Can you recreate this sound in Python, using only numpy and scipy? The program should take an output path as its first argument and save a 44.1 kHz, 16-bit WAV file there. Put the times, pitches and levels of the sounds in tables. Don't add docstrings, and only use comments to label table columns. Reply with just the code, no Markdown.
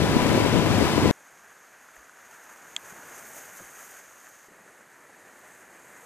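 import sys
import numpy as np
from scipy import signal
from scipy.fft import rfft, irfft, next_fast_len
from scipy.io import wavfile

SR = 44100
rng = np.random.default_rng(int(sys.argv[2]) if len(sys.argv) > 2 else 0)


def makeup_ratio(level_db):
    decades = np.asarray(level_db, float) / 20
    return 10 ** decades


def master_out(mix):
    frames = np.transpose(np.atleast_2d(mix))
    ceiling = np.clip(frames, -1, 1)
    pcm = np.round(ceiling * 32767).astype(np.int16)
    wavfile.write(sys.argv[1], SR, pcm)


N = 266805

BANK, WAVE, RIFFLE = (0, 1.1115), (1.1115, 4.478), (4.478, 6.05)


def rms_one(x):
    return x / np.sqrt(np.mean(x ** 2) + 1e-20)


def at_hz(points, hz):
    table_hz, value = np.transpose(points)
    return np.interp(np.log(hz), np.log(table_hz), value)


def samples(span):
    return np.arange(round(span[0] * SR), min(round(span[1] * SR), N))


def in_time(rows, span):
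    s, *columns = np.transpose(rows)
    return np.array([np.interp(samples(span) / SR, s, c) for c in columns])


def colour(x, gain):
    length = x.shape[-1]
    size = next_fast_len(length)
    hz = np.arange(1, size // 2 + 2) * SR / size
    return irfft(rfft(x, size) * gain(hz), size)[..., :length]


def drift(rate, size):
    r = np.exp(-80 * np.pi * rate / SR)
    noise = rng.standard_normal(size // 40 + 2002)
    slow = signal.lfilter([1], [1, -2 * r, r * r], noise)[2000:]
    return np.interp(np.arange(size) / 40, np.arange(len(slow)), rms_one(slow))


def grains(per_s, spread_db, size):
    size_db = spread_db * np.minimum(rng.exponential(1, size), 4)
    clicks = makeup_ratio(size_db) * np.sign(rng.random(size) - .5)
    return clicks * (rng.random(size) < per_s / SR) + 1e-18


def ring(clicks, hz, t60):
    r, w = makeup_ratio(-3 * 20 / (t60 * SR)), 2 * np.pi * hz / SR
    return signal.lfilter([0, np.sin(w)], [1, -2 * r * np.cos(w), r * r], clicks + 1e-18)


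def click_at(s, level_db):
    return makeup_ratio(level_db) * (np.arange(N) == round(s * SR))


def through_case(x):
    return signal.sosfilt(signal.butter(2, 450, "high", fs=SR, output="sos"), x)


CHURN_SHARE = [0.79, 1.085, .05, .05]
SPRAY_SHARE = [0.205, 0.051, 0.702, 1.093]
# [t/s, level/dB of extra spray]
SPLASHES = [(1.93, 1), (2.9, 5), (3.19, 4.5), (3.28, 4), (3.38, 8.5), (3.58, 3.5), (3.7, 2.5), (3.85, 3.5),
            (4.25, 2.5), (4.75, 3), (5.4, 2), (5.55, 4.5), (5.92, 0.5)]


def flow(ride, span):
    churn_db, spray_db = in_time(ride, span)
    t = samples(span) / SR
    rise_s, fall_s = 0.09, 0.049
    for s, db in SPLASHES:
        spray_db = spray_db + db * np.exp(-np.abs(t - s) / np.where(t < s, rise_s, fall_s))
    plough_from_s, plough_to_s, plough_fade_s, plough_db = 2.92, 3.253, 0.26, 4.5
    outside_s = np.maximum(np.maximum(plough_from_s - t, t - plough_to_s), 0)
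    boom_db = plough_db * np.exp(-(outside_s / plough_fade_s) ** 2)
    river_db = np.outer(CHURN_SHARE, churn_db) + np.outer(SPRAY_SHARE, spray_db)
    return river_db + np.outer([1, 0, 0, 0], boom_db)


REGISTER_HZ = [300, 1600, 6500, 12000]


def water(flow_db, patchy_db, bubbly, crackle):
    size = flow_db.shape[1]
    swell_db = flow_db - flow_db.mean(axis=1, keepdims=True)
    together = 0.6 * drift(9.3, size) + 0.45 * drift(34.5, size)
    flicker = drift(47.3, size)
    white, out = rng.standard_normal((2, size)), 0
    spray = rms_one(grains(90.0, 3.0, size))
    share = np.clip(bubbly, 0, 1)
    for k, hz in enumerate(25 * 2 ** np.arange(0, 9.5, 1 / 3)):
        edges = hz * 2 ** (np.array([-1, 1]) / 6)
        place = np.interp(np.log(hz), np.log(REGISTER_HZ), np.arange(4))
        source = white[k % 2] + crackle * max(place - 1.4, 0) * spray
        band = signal.butter(2, edges, "band", fs=SR, output="sos")
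        hiss = rms_one(signal.sosfilt(band, source))
        bubbles = rms_one(ring(grains(.08 * hz, 4.07, size), hz, 10.4 / hz))
        level_db = np.maximum(1 - np.abs(place - np.arange(4)), 0) @ swell_db
        level_db = level_db + patchy_db * (together + 0.29 * drift(10.2, size))
        level_db = level_db + 0.187 * place * flicker
        mix = np.sqrt(1 - share) * hiss + np.sqrt(share) * bubbles
        out = out + np.sqrt(hz) * makeup_ratio(level_db) * mix
    return out


# [t/s, churn level/dB, spray level/dB]
BANK_HEAVE = [
    (0, -1, -0.5),
    (.37, 1.5, 2),
    (.6, -1, -1.5),
    (.8, 1, 2),
    (1.11, -0.5, 0),
]
# [f/Hz, level/dB per Hz]
BANK_COLOUR = [(30, -17), (100, -1), (250, -3.5), (500, -5), (800, -6.5), (930, -7.5), (995, -1.5),
               (1070, -9.5), (1500, -11), (2400, -13.5), (3000, -15.5), (5500, -22), (14600, -36.5),
               (15200, -54)]
# [f/Hz, share 0-1]
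OWN_SHARE = [(200, .25), (1000, .1), (2000, .24), (4000, .36), (8000, .52), (14000, .65)]
# [f/Hz, left minus right level/dB]
BANK_PAN = [(300, 4.5), (1000, 3.5), (4000, 8), (14000, 8.5)]


def bank_river():
    flow_db = flow(BANK_HEAVE, BANK)
    common, left, right = [water(flow_db, patchy_db=.5, bubbly=0.098, crackle=.06) for _ in range(3)]
    right_late_s = .0001

    def own(hz):
        return np.sqrt(np.clip(at_hz(OWN_SHARE, hz), 0, 1))

    def shared(hz):
        return np.sqrt(1 - own(hz) ** 2)

    def shared_late(hz):
        return shared(hz) * np.exp(-2j * np.pi * hz * right_late_s)

    left = colour(left, own) + colour(common, shared)
    right = colour(right, own) + colour(common, shared_late)
    sides = np.array([[.5], [-.5]])
    pair = colour(np.array([left, right]),
                  lambda hz: makeup_ratio(at_hz(BANK_COLOUR, hz) + sides * at_hz(BANK_PAN, hz)))
    return makeup_ratio(-24.5) * rms_one(pair)


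# [t/s, change of level/dB, change of left minus right level/dB]
VEERS = [
    (.09, -0.3, -7),
    (.37, 2.7, -7),
    (.46, -5, 2),
    (.93, 1.52, -7.5),
    (1.1, 2, -3),
]


def gusts():
    t = samples(BANK) / SR
    s, level_db, pan_db = np.transpose(VEERS)
    veer_s = 0.0543
    bump = np.exp(-((t[:, None] - s) / veer_s) ** 2)
    return -23 + bump @ level_db, 7.5 + bump @ pan_db


# [f/Hz, level/dB per Hz]
WIND_COLOUR = [(20, -35.5), (50, -7.5), (120, 2), (280, 0), (450, -9), (800, -22.5), (1500, -53.5)]


def wind_rumble():
    level_db, pan_db = gusts()
    size = len(level_db)
    lumps_db = (2.2, 1.4)
    pushes = np.array([grains(700.0, 2.51, size) * makeup_ratio(db * drift(25.0, size)) for db in lumps_db])
    shared = colour(pushes[::-1], lambda hz: np.clip((hz - 130) / 500, 0, 1))
    rumble = colour(pushes + shared, lambda hz: makeup_ratio(at_hz(WIND_COLOUR, hz)))
    sides = np.array([[.5], [-.5]])
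    return makeup_ratio(level_db - 0.88 + sides * pan_db) * np.array([rms_one(r) for r in rumble])


# [t/s, peak level/dB, f/Hz]
LEFT_POPS = [(.040, -7.5, 303), (.168, -3.5, 230.2), (.330, -9, 345), (.350, -7, 332), (.378, -3, 364),
             (.404, -6.5, 329.1), (.425, -5.5, 304), (.449, -6, 300), (.463, -5.5, 407),
             (.560, -6.5, 281.5), (.570, -8.5, 279), (.662, -12.5, 259), (.814, -4, 370.1), (.828, -8, 282),
             (.980, -3.5, 327), (1.048, -7.5, 330), (1.058, -2, 324), (1.1108, -2.5, 258)]
# [t/s, peak level/dB, f/Hz]
RIGHT_POPS = [
    (0.046, -15.5, 270),
    (0.096, -9.5, 208),
    (.159, -10.5, 270),
    (.794, -10.5, 300),
    (1.026, -15, 200),
    (1.037, -9, 177),
]


def wind_pops():
    t = samples(BANK) / SR
    out = np.zeros((2, len(t)))
    for side, pops in enumerate([LEFT_POPS, RIGHT_POPS]):
        for s, peak_db, hz in pops:
            cycles = (t - s) * hz
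            out[side] -= makeup_ratio(peak_db - 0.36) * np.sin(2 * np.pi * cycles) * np.exp(-(cycles / 0.5) ** 2)
    return out


def cased_river(span, ride, spectrum, level_db):
    wet = water(flow(ride, span), patchy_db=0.8641, bubbly=0.162, crackle=0.275)
    return makeup_ratio(level_db) * rms_one(colour(wet, lambda hz: makeup_ratio(at_hz(spectrum, hz))))


# [t/s, churn level/dB, spray level/dB]
WAVE_RIDE = [
    (1.12, 0, 1.5),
    (1.6, 0, 0.5),
    (2.15, 0.98, 1.5),
    (2.35, 3.5, 6),
    (2.8, 3, 6.5),
    (2.9, 6, 9),
    (3.45, 4, 10),
    (3.93, 3.5, 12.5),
    (4.02, 1.13, 7.5),
    (4.47, -2, 4),
]
# [f/Hz, level/dB per Hz]
WAVE_COLOUR = [(30, -23), (200, -8), (700, -1.5), (1050, -2.5), (1650, 2.5), (2500, -8.5), (4000, -21),
               (5500, -16.5), (6500, -2.5), (7600, -12), (9000, -13), (10500, -17), (13600, -15.5),
               (15200, -18)]


def wave_river():
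    return cased_river(WAVE, WAVE_RIDE, WAVE_COLOUR, -49)


# [t/s, peak level/dB, f/Hz, t60/s]
THUDS = [(1.33, -60, 151, 0.053), (1.975, -55, 58, 0.14), (2.56, -61, 250, 0.042),
         (2.923, -42.5, 201, 0.037), (3.04, -67.5, 50, 0.078), (3.601, -38.5, 557, 0.028),
         (3.606, -44, 195, 0.069), (3.615, -45, 348, 0.0415), (3.62, -53.5, 110, 0.079),
         (3.635, -57, 52.3, 0.106), (3.674, -51.5, 330, 0.026), (4.484, -45.5, 394.9, 0.045),
         (4.516, -48.5, 329, 0.036), (4.550, -50.5, 400, 0.032)]


def hull_thuds():
    out = 0
    for s, db, hz, t60 in THUDS:
        push = ring(click_at(s, db), hz, 2.55 / hz) * 5.37 * hz / SR
        out = out + ring(push, hz, t60)
    return out


# [t/s, peak level/dB]
SPATTER = [(1.484, -51), (1.957, -46.5), (2.4391, -43.5), (2.5247, -45), (2.7954, -46.5), (3.0743, -42.5),
           (3.0949, -43.5), (3.179, -41.5), (3.3344, -41.5), (3.3524, -42), (3.3824, -39), (3.4564, -42),
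           (3.5334, -45), (3.5574, -45), (3.5714, -37), (3.8277, -42), (3.8494, -43.5), (3.913, -38),
           (3.9695, -41), (3.989, -42.5), (4.2897, -43), (5.3897, -50.5)]


def spatter():
    fade_s = 0.00252
    bursts = sum(click_at(s, db - 5.5) for s, db in SPATTER)
    envelope = signal.lfilter([1], [1, -np.exp(-1 / (fade_s * SR))], bursts)
    band = signal.butter(2, [7000, 14500], "band", fs=SR, output="sos")
    return envelope * rms_one(signal.sosfilt(band, rng.standard_normal(N)))


# [t/s, peak level/dB, f/Hz]
DROPS = [(1.811, -44, 1590), (1.887, -37.5, 1396), (1.952, -48.5, 1600), (1.965, -38.5, 1810),
         (2.095, -38, 1480), (2.172, -38.5, 1460), (2.269, -46.5, 1220), (2.859, -34.5, 1733),
         (3.366, -32, 660), (3.828, -34, 1500), (4.269, -34.5, 1750), (4.276, -37.5, 1336),
         (4.809, -38.5, 1522)]


def drop_ticks():
    out = 0
    for s, db, hz in DROPS:
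        push = ring(click_at(s, db - 4.5), hz, 2.0 / hz) * 8.13 * hz / SR
        out = out + ring(push, hz, 0.0134) + ring(click_at(s, db - 10.0), 7130, 0.0062)
    return through_case(out)


# [t/s, level/dB]
TAP = [
    (2.76405, -17),
    (2.76477, -28.5),
]
# [f/Hz, level/dB, t60/s]
CASE_MODES = [(1264, -17, 0.0145), (2080, -14, 0.0116), (2593, -3.5, 0.00516), (3278, 1.5, 0.0104),
              (3770, -2, 0.00595), (4350, -4.5, 0.0065), (6210, -9.5, 0.0057), (7350, -3, 0.0068),
              (8940, -12, 0.0039), (12500, -26.5, .0025)]


def case_tap():
    (touch_s, touch_db), (leave_s, leave_db) = TAP
    force = click_at(touch_s, touch_db) - click_at(leave_s, leave_db)
    tap = 0
    for k, (hz, db, t60) in enumerate(CASE_MODES):
        tap = tap + (-1) ** k * ring(makeup_ratio(db) * force, hz, t60)
    return through_case(signal.lfilter(*signal.iirnotch(4040, 14.0, SR), tap))


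# [t/s, churn level/dB, spray level/dB]
RIFFLE_RIDE = [
    (4.48, 0.28, -2),
    (5.1, 0.5, 0.5),
    (5.8, 2, 3.5),
    (6.05, 3, 9),
]
# [f/Hz, level/dB per Hz]
RIFFLE_COLOUR = [(30, -24), (180, -3.5), (500, 0.5), (1150, -1.5), (1800, 2.5), (2500, -8.5), (3600, -21),
                 (5500, -22.5), (6500, -6.5), (7500, -12), (8800, -13), (10500, -19.5), (13600, -20.5),
                 (15200, -28.5)]


def riffle_river():
    return cased_river(RIFFLE, RIFFLE_RIDE, RIFFLE_COLOUR, -52.5)


def scene():
    out = np.zeros((2, N)) + hull_thuds() + spatter() + drop_ticks() + case_tap()
    out[:, samples(BANK)] += bank_river() + wind_rumble() + wind_pops()
    out[:, samples(WAVE)] += wave_river()
    out[:, samples(RIFFLE)] += riffle_river()
    return out


# [from f/Hz, to f/Hz, least level/dB of the treble under them]
TOP_BANDS = [(13700, 14420, -77.5), (14420, 15170, -64.2)]


def drop_weak_bands(x):
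    frame, lead = 1024, 1024 - 485
    hz, _, frames = signal.stft(np.pad(x, ((0, 0), (lead, 0))), SR, "cosine", 2 * frame, frame)
    under = frames[:, (hz >= 13050) & (hz < 13700)].mean(axis=0)
    power = np.sum(np.abs(under) ** 2, axis=0)
    for low_hz, high_hz, least_db in TOP_BANDS:
        frames[:, (hz >= low_hz) & (hz < high_hz)] *= power > makeup_ratio(2 * least_db)
    frames[:, hz >= TOP_BANDS[-1][1]] = 0
    return signal.istft(frames, SR, "cosine", 2 * frame, frame)[1][:, lead:][:, :N]


def band_limit(x):
    return signal.sosfilt(signal.butter(12, 15690, fs=SR, output="sos"), x)


def record(dry):
    thin = signal.butter(2, 400, "high", fs=SR, output="sos")
    hiss = signal.sosfilt(thin, rng.standard_normal(N))
    mix = drop_weak_bands(dry + makeup_ratio(-63.5) * hiss)
    return band_limit(mix)


dry = scene()
out = record(dry)
master_out(out)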